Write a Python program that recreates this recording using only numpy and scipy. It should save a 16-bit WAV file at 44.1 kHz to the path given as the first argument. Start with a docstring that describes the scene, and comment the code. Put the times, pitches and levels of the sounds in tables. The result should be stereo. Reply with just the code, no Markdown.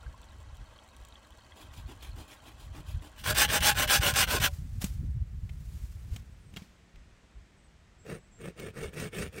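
"""Hand saw beside a stream

Saw teeth strike wood in a rapid train of impacts that excites the resonances of wood and blade.
A dead branch is sawn far off, over the ringing bubbles of a stream. From 3.2 s the saw is close and
the water a soft hiss; the branch is cut through and drops, then a stick is laid on a mossy log and
sawn with slower strokes that shake the log. A small bird whistles thinly; wind and handling rumble."""
import sys
import numpy as np
from scipy import signal
from scipy.fft import rfft, irfft
from scipy.io import wavfile
from scipy.ndimage import uniform_filter1d

SR = 44100
rng = np.random.default_rng(int(sys.argv[2]) if len(sys.argv) > 2 else 0)


def int16_out(signal):
    """Quantize to a 16-bit WAV file."""
    q = np.round(np.clip(np.atleast_2d(signal).T, -1, 1) * 32767)
    wavfile.write(sys.argv[1], SR, q.astype(np.int16))


N = 414540
TIME, HZ = np.arange(N) / SR, np.fft.rfftfreq(N, 1 / SR)
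CLOSE_FROM_S = 3.2

# saw strokes, pull and push in turn: start_s, length_s, level_db, crest_fraction (place of top speed)
BRANCH_STROKES = [(3.155, 0.094, -49, .55), (3.236, 0.1, -27, .68), (3.34, 0.13, -19, 0.59),
                  (3.474, 0.122, -24.5, 0.73), (3.598, 0.14, -19.5, .56), (3.744, 0.12, -24.5, 0.67),
                  (3.868, 0.13, -19, 0.59), (4.0, 0.13, -24, .57), (4.13, 0.13, -19.5, 0.54),
                  (4.264, 0.13, -25.5, 0.59), (4.393, 0.095, -22, .62)]
STICK_STROKES = [(8.03, 0.17, -47, 0.53), (8.37, 0.16, -48.5, 0.63), (8.545, 0.18, -44.5, 0.58),
                 (8.725, 0.2, -43, .48), (8.915, 0.19, -38, .57), (9.105, 0.2, -36.5, .46),
                 (9.305, 0.18, -38.5, .8)]
# spectrum of the cut in the branch: frequency_hz, level_db
BRANCH_RASP = [(100, -18.5), (220, -1), (350, -7.5), (500, -3), (720, -9), (1200, -4), (2100, 1.5),
               (3200, 2), (3900, -3.5), (6300, -5), (8500, -6), (10000, -11.5), (12500, -9.5), (16000, -9)]


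def branch_saw():
    """Resonance: the branch rings lower as the cut deepens. Returns the rasp and the trunk's shudder."""
    # resonances of wood and blade: pitch_hz, width_hz, level_db, pull_boost_db
    modes = [(637.5, 20, 5.5, -1), (840, 40, 6.5, 3), (1110, 40, 7, -0.5), (1570, 95, 7.5, -0.5),
             (1699, 105, 9.5, 1), (2780, 130, -1.5, 0.5), (3060, 120, -0.5, 1), (4800, 90, -3.5, 2.5),
             (5530, 100, -5.5, 2.5), (6350, 130, -7.5, 2.5), (7500, 200, -5, -2.5)]
    # fall of those resonances: time_s, pitch_ratio
    sag = [(3.2, 0.98), (3.65, 0.98), (4.1, 0.95), (4.5, 0.9)]
    motion = stroke_motion(BRANCH_STROKES, rest=0.06, steep=1.2, treble_db=1.14, body_db=0.56,
                           pull_steep=0.28, pull_body_db=-3.4)
    rasp = saw(motion, BRANCH_RASP, modes, follow(sag), slow_dull_db=8, ring_share=0.32,
               per_s=600, uneven_db=0, tear_db=-4, judder_db=1.16)
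    return gain_of(-5.5) * rasp, shudder(motion, db=-22, hz=135, width_hz=62, lag_s=0.02)


def stick_saw():
    """Impact excitation: slow strokes rasp a stick. Returns the rasp and the log's shudder."""
    # spectrum of the cut: frequency_hz, level_db
    spectrum = [(60, -4), (160, 16.5), (290, 3.5), (420, 12), (650, -4.5), (900, -12), (1300, -1),
                (2300, -2), (3000, -9), (5500, -16), (8000, -11), (10500, -25), (16000, -21)]
    # resonances of wood and blade: pitch_hz, width_hz, level_db, pull_boost_db
    modes = [(442, 27, 13, 0.0091), (466, 13.5, -13, 0), (1760, 110, -7, 0.0029), (2233, 88, 1, 0),
             (8580, 380, -4, 0)]
    motion = stroke_motion(STICK_STROKES, rest=0.02, steep=1.58, treble_db=-3, body_db=2,
                           press_treble=0.3, press_body=0.56)
    rasp = saw(motion, spectrum, modes, pitch_ratio=1, slow_dull_db=1.5, ring_share=0.36,
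               per_s=320, uneven_db=2.5, tear_db=0, judder_db=2)
    return gain_of(-0.5) * rasp, shudder(motion, db=-5.5, hz=95, width_hz=130, lag_s=0.023)


def far_saw():
    """Attenuation with distance: quick strokes on the dead branch arrive faintly."""
    # pull and push in turn: start_s, length_s, level_db, crest_fraction
    strokes = [(1.535, 0.16, -65, 0.37), (1.705, 0.13, -62, 0.54), (1.85, 0.12, -65.5, 0.36),
               (1.99, 0.14, -62.5, 0.31), (2.145, 0.12, -61, 0.42), (2.265, 0.14, -63, 0.18),
               (2.415, 0.14, -66.5, 0.42), (2.565, 0.13, -65.5, .33), (2.715, 0.12, -63.5, 0.48),
               (2.845, 0.13, -63, 0.31), (3.0, 0.11, -65.5, 0.4)]
    # spectrum of the cut: frequency_hz, level_db
    spectrum = [(100, -3), (170, -6), (300, 9.5), (430, -0.5), (570, -3.5), (800, 4.5), (1300, -1.5),
                (1900, 1), (3500, 3), (5000, -8), (8500, -7.5), (11000, -12), (16000, -13.5)]
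    # resonances of wood and blade: pitch_hz, width_hz, level_db, pull_boost_db
    modes = [(308, 60, 3.5, 2), (1008, 46, 2, 0)]
    motion = stroke_motion(strokes, rest=0.037, steep=1.76, treble_db=1, body_db=1.5, pull_body_db=4.5)
    return gain_of(10) * saw(motion, spectrum, modes, pitch_ratio=1, slow_dull_db=2.5, ring_share=0.9,
                             per_s=600, uneven_db=5, tear_db=1, judder_db=2.5)


def stroke_motion(strokes, rest, steep, treble_db, body_db,
                  pull_steep=0, pull_body_db=0, press_treble=0, press_body=0):
    """Reciprocating motion: force rises and falls with speed; direction and pressure tilt the tone."""
    speed, force, pull, treble, body = np.zeros((5, N))
    usual_db = np.median([db for _, _, db, _ in strokes])
    for k, (start_s, length_s, db, crest) in enumerate(strokes):
        way = (-1) ** k  # 1 pull, -1 push
        press_db = np.clip(db - usual_db, -6, 6)
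        progress = np.linspace(0, 1, int(length_s * SR))
        skewed = np.interp(progress, [0, np.clip(crest, .05, .95), 1], [0, .5, 1])
        arch, held = abs(np.sin(np.pi * skewed)), np.ones(len(progress))
        swell = arch ** abs(steep + pull_steep * way)
        add(speed, start_s, arch)
        add(force, start_s, gain_of(db) * (rest + (1 - rest) * swell))  # still rubs as it turns
        add(pull, start_s, way * held)
        add(treble, start_s, (treble_db + press_treble * press_db) * held)
        add(body, start_s, (body_db + pull_body_db * way - press_body * press_db) * held)
    return uniform_filter1d([speed, force, pull, treble, body], size=128, axis=1)


def saw(motion, spectrum, modes, pitch_ratio, slow_dull_db, ring_share, **bite):
    """Source and filter: tooth strikes drive blade and wood; slow parts of a stroke are duller."""
    speed, force, pull, treble_db, body_db = motion
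    drive = blade_ring(force * teeth(speed, **bite), ring_share)
    sound = colour(drive, spectrum)
    moving = TIME[speed > .001]
    live = (TIME > moving[0]) & (TIME < moving[-1] + 1)
    scale = np.linalg.norm(response(spectrum))
    bend = (pitch_ratio * (1 + .02 * wander(8)))[live]  # the changing press detunes the wood
    for hz, width_hz, db, pull_db in modes:
        # pulling and pushing load the wood differently and favour different modes
        grip = gain_of(db + pull_db * pull[live] + 2.5 * wander(6)[live])
        sound[live] += resonate(drive[live] * grip, hz * bend, width_hz) / scale
    tilt_db = treble_db - slow_dull_db * (.8 - speed)
    tilted = shelf(sound, 4506, -tilt_db) * gain_of(tilt_db / 2)
    return shelf(tilted, 950, body_db)


def teeth(speed, per_s, uneven_db, tear_db, judder_db):
    """Impulse train: teeth strike faster as the blade speeds up, over the hiss of tearing fibres."""
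    rate = per_s * (.2 + speed) * np.exp(.25 * wander(300))
    passed = np.floor(np.cumsum(rate) / SR)
    strikes = (np.diff(passed, prepend=0) > 0) * gain_of(uneven_db * np.clip(noise(), -1.5, 1.5))
    bites = signal.lfilter([1], [1, -np.exp(-1 / (0.00046 * SR))], strikes) * noise()
    bites /= np.sqrt(uniform_filter1d(bites ** 2, size=4096).clip(1e-9))
    return unit_rms((bites + gain_of(tear_db) * noise()) * gain_of(judder_db * wander(70)))


def blade_ring(x, share, t60=.03, size=1500):
    """Dense modes: the steel rings above 1800 Hz, shifting as the cut slides along it."""
    tails = noise_tails(5, size, t60)
    tails = np.pad(tails / np.linalg.norm(tails, axis=1, keepdims=True), ((0, 0), (size, 0)))
    high = irfft(rfft(x) / (1 + (1800 / (HZ + 1)) ** 4), N)
    return x - high + np.sqrt(1 - share) * high + np.sqrt(share) * drifting(high, tails, per_s=22)


def snags():
    """Stick and slip: a tooth catches and rips free, in mid-stroke and early in each close pull."""
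    # mid-stroke snags: time_s, peak_db
    worst = [(2.0241, -30), (3.7703, -17), (4.1583, -8), (8.5961, -25.5), (8.9982, -19)]
    branch_catches = [(s + 0.007, db + 5.5) for s, _, db, _ in BRANCH_STROKES[::2]]
    stick_catches = [(s + 0.021, db - 2) for s, _, db, _ in STICK_STROKES[::2]]
    rips = np.zeros(N)
    for s, db in worst + branch_catches + stick_catches:
        add(rips, s, gain_of(db - 13) * burst(t60=0.037, rise_s=0.0016))
    return colour(rips, BRANCH_RASP)


def shudder(motion, db, hz, width_hz, lag_s):
    """Forced vibration: the trunk under the cut shakes with each stroke, a moment later."""
    late_force = np.interp(TIME - lag_s, TIME, motion[1])
    return gain_of(db) * late_force * noise_band(hz, width_hz)


def groan():
    """Narrow-band vibration: the last fibres groan as the branch begins to give."""
    level = np.zeros(N)
    add(level, 4.295, gain_of(-36.5) * np.hanning(int(0.11 * SR)))
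    return level * noise_band(hz=410, width_hz=315)


def knocks(thud_hz=186, thud_t60=0.052):
    """Impact: dry wood lands with a crack that rings the stick and a damped thud of ground or log."""
    # impacts: time_s, peak_db, treble_db, thud_db
    impacts = [(4.8145, -31, 6, -11), (4.8415, -27.5, 20.5, 7.5), (5.492, -33.5, -14, -18),
               (6.161, -28, 4, -11.5), (6.538, -41, 1, -1), (6.5618, -27, -3, -17),
               (6.569, -21.5, -15, -11.5), (6.62, -41.5, -14, 4.5), (6.9568, -41.5, -17, -23)]
    # spectrum of a crack: frequency_hz, level_db
    spectrum = [(200, 3.5), (900, -5), (2000, -3.5), (3000, 5), (4500, -12), (7000, -5.5), (10000, -18.5),
                (16000, -14)]
    # resonances of the dry stick: pitch_hz, width_hz, level_db
    modes = [(746, 150, -3), (2170, 220, 3.5), (2570, 260, -0.5), (3160, 230, 0)]
    cracks, bright, thuds = np.zeros((3, N))
    t = np.arange(SR // 4) / SR
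    thud = gain_of(-60 * t / thud_t60) * np.sin(2 * np.pi * thud_hz * t)
    for s, peak_db, treble_db, thud_db in impacts:
        crack = gain_of(peak_db - 6) * burst(t60=0.025, rise_s=0.0018)
        add(cracks, s, crack)
        add(bright, s, crack * (gain_of(treble_db) - 1))
        add(thuds, s, gain_of(peak_db + thud_db) * thud)
    ring = sum(gain_of(db) * resonate(cracks, np.full(N, hz), width_hz) for hz, width_hz, db in modes)
    contact = colour(cracks + shelf(bright, 4300, -60), spectrum)
    return gain_of(-3) * contact + gain_of(3) * ring + thuds


def rustle():
    """Friction noise: grass, moss and sleeve brush, swelling and fading exponentially."""
    # movements: peak_s, peak_db, swell_s, fade_s (each per 20 dB), treble_db
    movements = [(4.54, -56, 0.12, 0.16, 0.5), (4.82, -38, 0.012, 0.072, 0), (4.9, -60, 0.52, 0.32, 0),
                 (5.78, -62, 0.67, 0.74, 0.5), (6.14, -55.5, 0.076, 0.097, -4),
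                 (6.585, -55, 0.08, 0.15, -10.5)]
    # spectrum of the brushing: frequency_hz, level_db
    spectrum = [(200, -0.5), (1000, -4), (3000, -5), (7000, -3.5), (11000, -8), (16000, -9)]
    low_power, high_power = np.zeros((2, N))
    for s, peak_db, swell_s, fade_s, treble_db in movements:
        away = np.maximum((s - TIME) / swell_s, (TIME - s) / fade_s)
        level_db = peak_db - 20 * np.minimum(away, 10)
        low_power += gain_of(level_db) ** 2
        high_power += gain_of(level_db + treble_db) ** 2
    hiss = colour(noise(), spectrum) * gain_of(1 + 1.3 * wander(60))
    return np.sqrt(high_power) * shelf(hiss, 6000, 10 * np.log10(low_power / high_power))


def rumble(reference_db=-50):
    """Turbulence and vibration: wind on the microphone, handling and the shaking log make low noise."""
    # breeze, with handling and sleeve noise near 6.2 s: time_s, level_db, above_150_hz_db
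    bed_curve = [(0.0, -53.5, -14), (0.62, -48.5, -20), (0.76, -61, -14), (1.55, -57, -13), (1.75, -51, 1),
                 (2.36, -57, -2), (2.8, -43.5, -4), (3.15, -56.5, 2), (3.27, -37.5, 6), (4.6, -38.5, -0.5),
                 (5.05, -33.5, -1.5), (5.3, -38, -4), (6.13, -40, -2.5), (6.22, -47.5, 7.5),
                 (6.8, -63.5, -4), (8.0, -62, -1.5), (9.4, -57, -2)]
    # gusts, then the log shaking under hard strokes (last two rows): peak_s, peak_db, length_s
    swell_events = [(0.084, -41, 0.093), (1.012, -52, 0.18), (1.865, -49, 0.23), (2.14, -45, 0.31),
                    (2.69, -40.5, 0.11), (2.954, -32, 0.16), (6.98, -50, 0.16), (7.38, -49.5, 0.14),
                    (8.866, -43, 0.14), (9.25, -46, 0.13)]
    # spectrum of the rumble: frequency_hz, level_db
    spectrum = [(15, -24.5), (28, -7.5), (55, 4.5), (90, -1), (135, -9), (220, -23), (350, -40.5),
                (600, -59), (1300, -110)]

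    def low_noise():
        low = unit_rms(irfft(rfft(noise()) * gain_of(read(spectrum, HZ)), N))
        return low / np.sqrt(uniform_filter1d(low ** 2, 4096))

    shared, apart = low_noise(), gain_of(-6.5) * low_noise()
    bed, swells = gain_of(follow(bed_curve)), np.zeros(N)
    for s, peak_db, length_s in swell_events:
        add(swells, s - length_s / 2, gain_of(peak_db) * np.hanning(int(length_s * SR)))
    level = (bed + swells) * gain_of(-0.5 + 3 * wander(27))
    swell_db = 20 * np.log10(1 + swells / bed)
    upper_db = follow(bed_curve, column=2) - 0.49 * swell_db + 2.5 * wander(15)  # swells are duller
    sub_db = 0.44 * (reference_db - follow(bed_curve))  # a louder bed has a smaller share of deep bass
    ports = [level * shelf(port, 40, sub_db) for port in (shared + apart, shared - apart)]
    return pan([shelf(port, 150, -upper_db) * gain_of(upper_db) for port in ports], left_db=-4)


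def thumps():
    """Pressure pulse: a single eddy passes as a dip between two small rises."""
    # eddies: time_s, peak_db, pitch_hz
    pulses = [(0.083, -41, 64), (2.941, -38, 64.6), (3.736, -26, 75.9), (3.999, -18.5, 80.2),
              (4.135, -24, 84.93), (4.406, -24.5, 108), (4.428, -27, 110), (6.127, -25.5, 60.1)]
    pressure = np.zeros(N)
    for s, db, hz in pulses:
        phase_squared = (np.pi * hz * (TIME - s)) ** 2
        pressure += gain_of(db) * (2 * phase_squared - 1) * np.exp(-np.minimum(phase_squared, 50))
    return pan(pressure, left_db=-3)


def stream():
    """Bubble resonance: water over stones gurgles and drips, amid a wash and ticks of spray."""
    # the clearest bubbles: time_s, peak_db, pitch_hz
    bubbles = [(0.0303, -53, 1350), (0.0636, -52.5, 1550), (0.142, -51, 1020), (0.7887, -50, 3250),
               (1.1244, -49, 3720), (1.1563, -51, 3320), (1.5199, -56, 2000)]
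    # the clearest splashes: time_s, peak_db
    splashes = [(0.216, -47), (0.5691, -47), (0.9655, -44), (1.05, -40.5), (1.0859, -47)]
    # spectra of wash and spray: frequency_hz, level_db
    wash_spectrum = [(88, -26), (150, -15), (172, -4), (205, 1.5), (404, -4), (631, 2.5), (827, -3.5),
                     (1020, -0.5), (2860, -12), (3980, -13), (5230, -18), (7410, -17.5), (15500, -38)]
    spray_spectrum = [(1500, -20), (3600, 6), (5000, -6.5), (7500, 7), (11000, -8), (16000, -6)]
    pops, ticks = np.zeros((2, N))
    for when, pitch, size in rng.random((450, 3)):  # gurgles
        add(pops, when * CLOSE_FROM_S, gain_of(-61.5 + 6.1 * size ** 3) * bubble(800 * 9 ** pitch))
    for when, pitch, size in rng.random((90, 3)):
        drip = bubble(3000 * 1.5 ** pitch, cycles=22)
        add(pops, when * CLOSE_FROM_S, gain_of(-58.5 + 10.7 * size ** 2) * drip)
    for s, db, hz in bubbles:
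        add(pops, s, gain_of(db + 8.5) * bubble(hz))
    for s, db in splashes:
        add(ticks, s, gain_of(db - 4.5) * burst(t60=0.0098))
    spray = (rng.random(N) < 120 / SR) * gain_of(-51 + 4.9 * np.clip(noise(), -2, 2))
    wash = gain_of(-60.5 + wander(40)) * colour(noise(), wash_spectrum)
    return wash + pops + colour(ticks + spray, spray_spectrum)


def bubble(hz, cycles=14, rise=0.037):
    """Damped oscillation: a bubble rings for some cycles, rising a little in pitch."""
    age = np.arange(int(2 * cycles / hz * SR)) * hz / SR / cycles
    envelope = np.exp(-3 * age) * (1 - np.exp(-20 * age))
    return envelope * np.sin(2 * np.pi * cycles * age * (1 + rise * age))


def bird(waver=0.021):
    """Frequency modulation: thin, high whistles glide and waver."""
    # calls: start_s, length_s, start_hz, end_hz, level_db
    calls = [(6.294, 0.077, 8300, 8100, -77), (6.391, 0.073, 9400, 8700, -77),
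             (6.446, 0.077, 8100, 8550, -70.5), (7.56, .06, 7900, 8260, -72), (7.63, .05, 8140, 7880, -70),
             (7.976, 0.088, 7550, 7800, -66.5), (8.17, .13, 7750, 8000, -72),
             (8.302, 0.11, 7570, 7350, -64.5)]
    song, shake = np.zeros(N), wander(140)
    for s, length_s, start_hz, end_hz, db in calls:
        glide = np.linspace(start_hz, end_hz, int(length_s * SR))
        hz = glide * (1 + waver * shake[int(s * SR):][:len(glide)])
        whistle = np.sin(2 * np.pi * np.cumsum(hz) / SR)
        add(song, s, gain_of(db) * whistle * signal.windows.tukey(len(hz), .5))
    return song


def field_hiss():
    """Broadband noise: far water and trees merge into a slowly swelling hiss."""
    # swell: time_s, level_db
    swell = [(4.5, -1), (5.4, -1.5), (6.2, 0.5), (7.1, 1), (7.8, 0), (9.4, 0)]
    # spectrum of the hiss: frequency_hz, level_db
    spectrum = [(88, -19), (150, -4.5), (205, -5.5), (253, -13.5), (314, -12.5), (595, -18.5), (643, -17.5),
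                (877, -21), (1980, -20), (4560, -29), (8010, -31.5), (9360, -40.5), (15500, -54)]
    return gain_of(-63.5 + follow(swell)) * colour(noise(), spectrum)


def spread(x, side, left_db=0, size=512):
    """Scattering: near surfaces shift the phase between the two ports, changing as the source moves."""
    scatter = rfft(rng.standard_normal((4, size)) * np.exp(-np.arange(size) / 30), 2 * size)
    scatter *= gain_of(read(side, np.fft.rfftfreq(2 * size, 1 / SR))) / abs(scatter)
    apart = drifting(x, np.roll(irfft(scatter), size, axis=1), per_s=45)
    return pan([x + apart, x - apart], left_db)


def outdoors(x, db, t60):
    """Reverberation: trunks and ground return a thin, short tail."""
    tails = noise_tails(2, 16384, t60)
    return x + gain_of(db) * signal.oaconvolve(x, tails / np.linalg.norm(tails[0]), axes=1)[:, :N]


def drifting(x, filters, per_s):
    """Time-varying filter: fades from each impulse response to the next."""
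    place = np.cumsum(per_s * np.exp(.3 * wander(4.984))) / SR
    out = np.zeros(N)
    for k, taps in enumerate(filters):
        away = abs((place - k + 1) % len(filters) - 1)
        out += np.cos(np.pi / 2 * np.minimum(away, 1)) * signal.oaconvolve(x, taps, "same")
    return out


def resonate(x, hz, width_hz):
    """A resonance of gain 1 that follows the curve hz."""
    turn = np.exp(2j * np.pi * np.cumsum(hz) / SR)
    pole = np.exp(-np.pi * width_hz / SR)
    return 2 * (turn * signal.lfilter([1 - pole], [1, -pole], x / turn + 1e-18)).real


def response(spectrum, size=2048):
    """The minimum-phase impulse response of a spectrum."""
    level_db = read(spectrum, abs(np.fft.fftfreq(size, 1 / SR)))
    log_gain = np.log(gain_of(np.maximum(level_db, -100)))
    return np.fft.ifft(np.exp(np.conj(signal.hilbert(log_gain)))).real


def colour(x, spectrum):
    """Spectral shaping that keeps the power of a white sound."""
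    taps = response(spectrum)
    return signal.oaconvolve(x, taps / np.linalg.norm(taps))[:N]


def shelf(x, hz, db):
    """Low shelf: changes what lies under hz by a level that may move."""
    low = irfft(rfft(x) / (1 + (HZ / hz) ** 4), N)
    return x + (gain_of(db) - 1) * low


def burst(t60, rise_s=0):
    """A transient of noise that swells and decays exponentially."""
    t = np.arange(int(.2 * SR)) / SR
    swell = 1 - np.exp(-t / max(rise_s, 1 / SR))
    return swell * noise_tails(1, len(t), t60)[0]


def noise_tails(count, size, t60):
    """Rows of noise that decay by 60 dB in t60 seconds."""
    return rng.standard_normal((count, size)) * gain_of(-60 * np.arange(size) / SR / t60)


def noise_band(hz, width_hz):
    """Noise passed twice through a resonance, at rms 1."""
    centre = np.full(N, hz)
    return unit_rms(resonate(resonate(noise(), centre, width_hz), centre, width_hz))


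def wander(hz):
    """Random modulation of rms 1, up to about the given rate."""
    knots = rng.standard_normal(16384)
    return unit_rms(np.interp(TIME * 2 * hz, np.arange(len(knots)), knots))


def read(spectrum, hz):
    """A spectrum interpolated on a log-frequency axis."""
    knots_hz, level_db = np.transpose(spectrum)
    return np.interp(np.log(hz + 1), np.log(knots_hz + 1), level_db)


def follow(rows, column=1):
    """One column of a time curve, at every sample."""
    rows = np.array(rows)
    return np.interp(TIME, rows[:, 0], rows[:, column])


def pan(x, left_db):
    return np.asarray(x) * gain_of([[left_db / 2], [-left_db / 2]])


def add(mix, start_s, sound):
    part = mix[max(round(start_s * SR), 0):][:len(sound)]
    part += sound[:len(part)]


def noise():
    return rng.standard_normal(N)


def unit_rms(x):
    return x / np.sqrt(np.mean(x ** 2) + 1e-20)


def gain_of(db):
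    return 10 ** (np.asarray(db) / 20)


def scene():
    """Superposition: three cuts, the falling branch and the handled stick, over water and rumble."""
    # stereo width of each source: frequency_hz, side_to_mid_db
    branch_side = [(60, -11), (120, -5.5), (240, 1.5), (480, -10.5), (950, -4.5), (1890, -5.5), (3770, 1.5),
                   (7520, 2.5), (15000, -2)]
    stick_side = [(60, -10), (120, -28), (240, -6.5), (480, -5.5), (950, 0.5), (1890, 1), (3770, -0.5),
                  (7520, 3), (15000, 0)]
    bank_side = [(60, -3), (150, -10), (380, -14), (950, 0), (2380, 3.5), (5980, -2.5), (15000, 3)]
    field_side = [(60, -13), (380, -3), (2380, 1), (15000, -1)]
    far = far_saw()
    branch, trunk_shudder = branch_saw()
    stick, log_shudder = stick_saw()
    shaking = trunk_shudder + log_shudder + groan()
    close = (spread(branch + snags(), branch_side, left_db=-0.5)
             + spread(stick, stick_side, left_db=2)
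             + spread(rustle() + knocks(), field_side, left_db=2))
    distant = spread(far + bird(), bank_side, left_db=1.5)
    water = outdoors(spread(stream(), bank_side), db=-6.5, t60=0.041)
    at_bank = np.clip((CLOSE_FROM_S - TIME) / 0.012, 0, 1)
    background = at_bank * water + (1 - at_bank) * spread(field_hiss(), field_side)
    return (outdoors(close, db=-31.5, t60=0.21) + outdoors(distant, db=-12.5, t60=0.3)
            + shaking + rumble() + thumps() + background)


def record(dry):
    """Band limiting: a steep low-pass at 15850 Hz."""
    taps = signal.firwin(511, 15850, window=("kaiser", 9), fs=SR)
    return signal.oaconvolve(dry, taps[None], "same")


dry = scene()
out = record(dry)
int16_out(out)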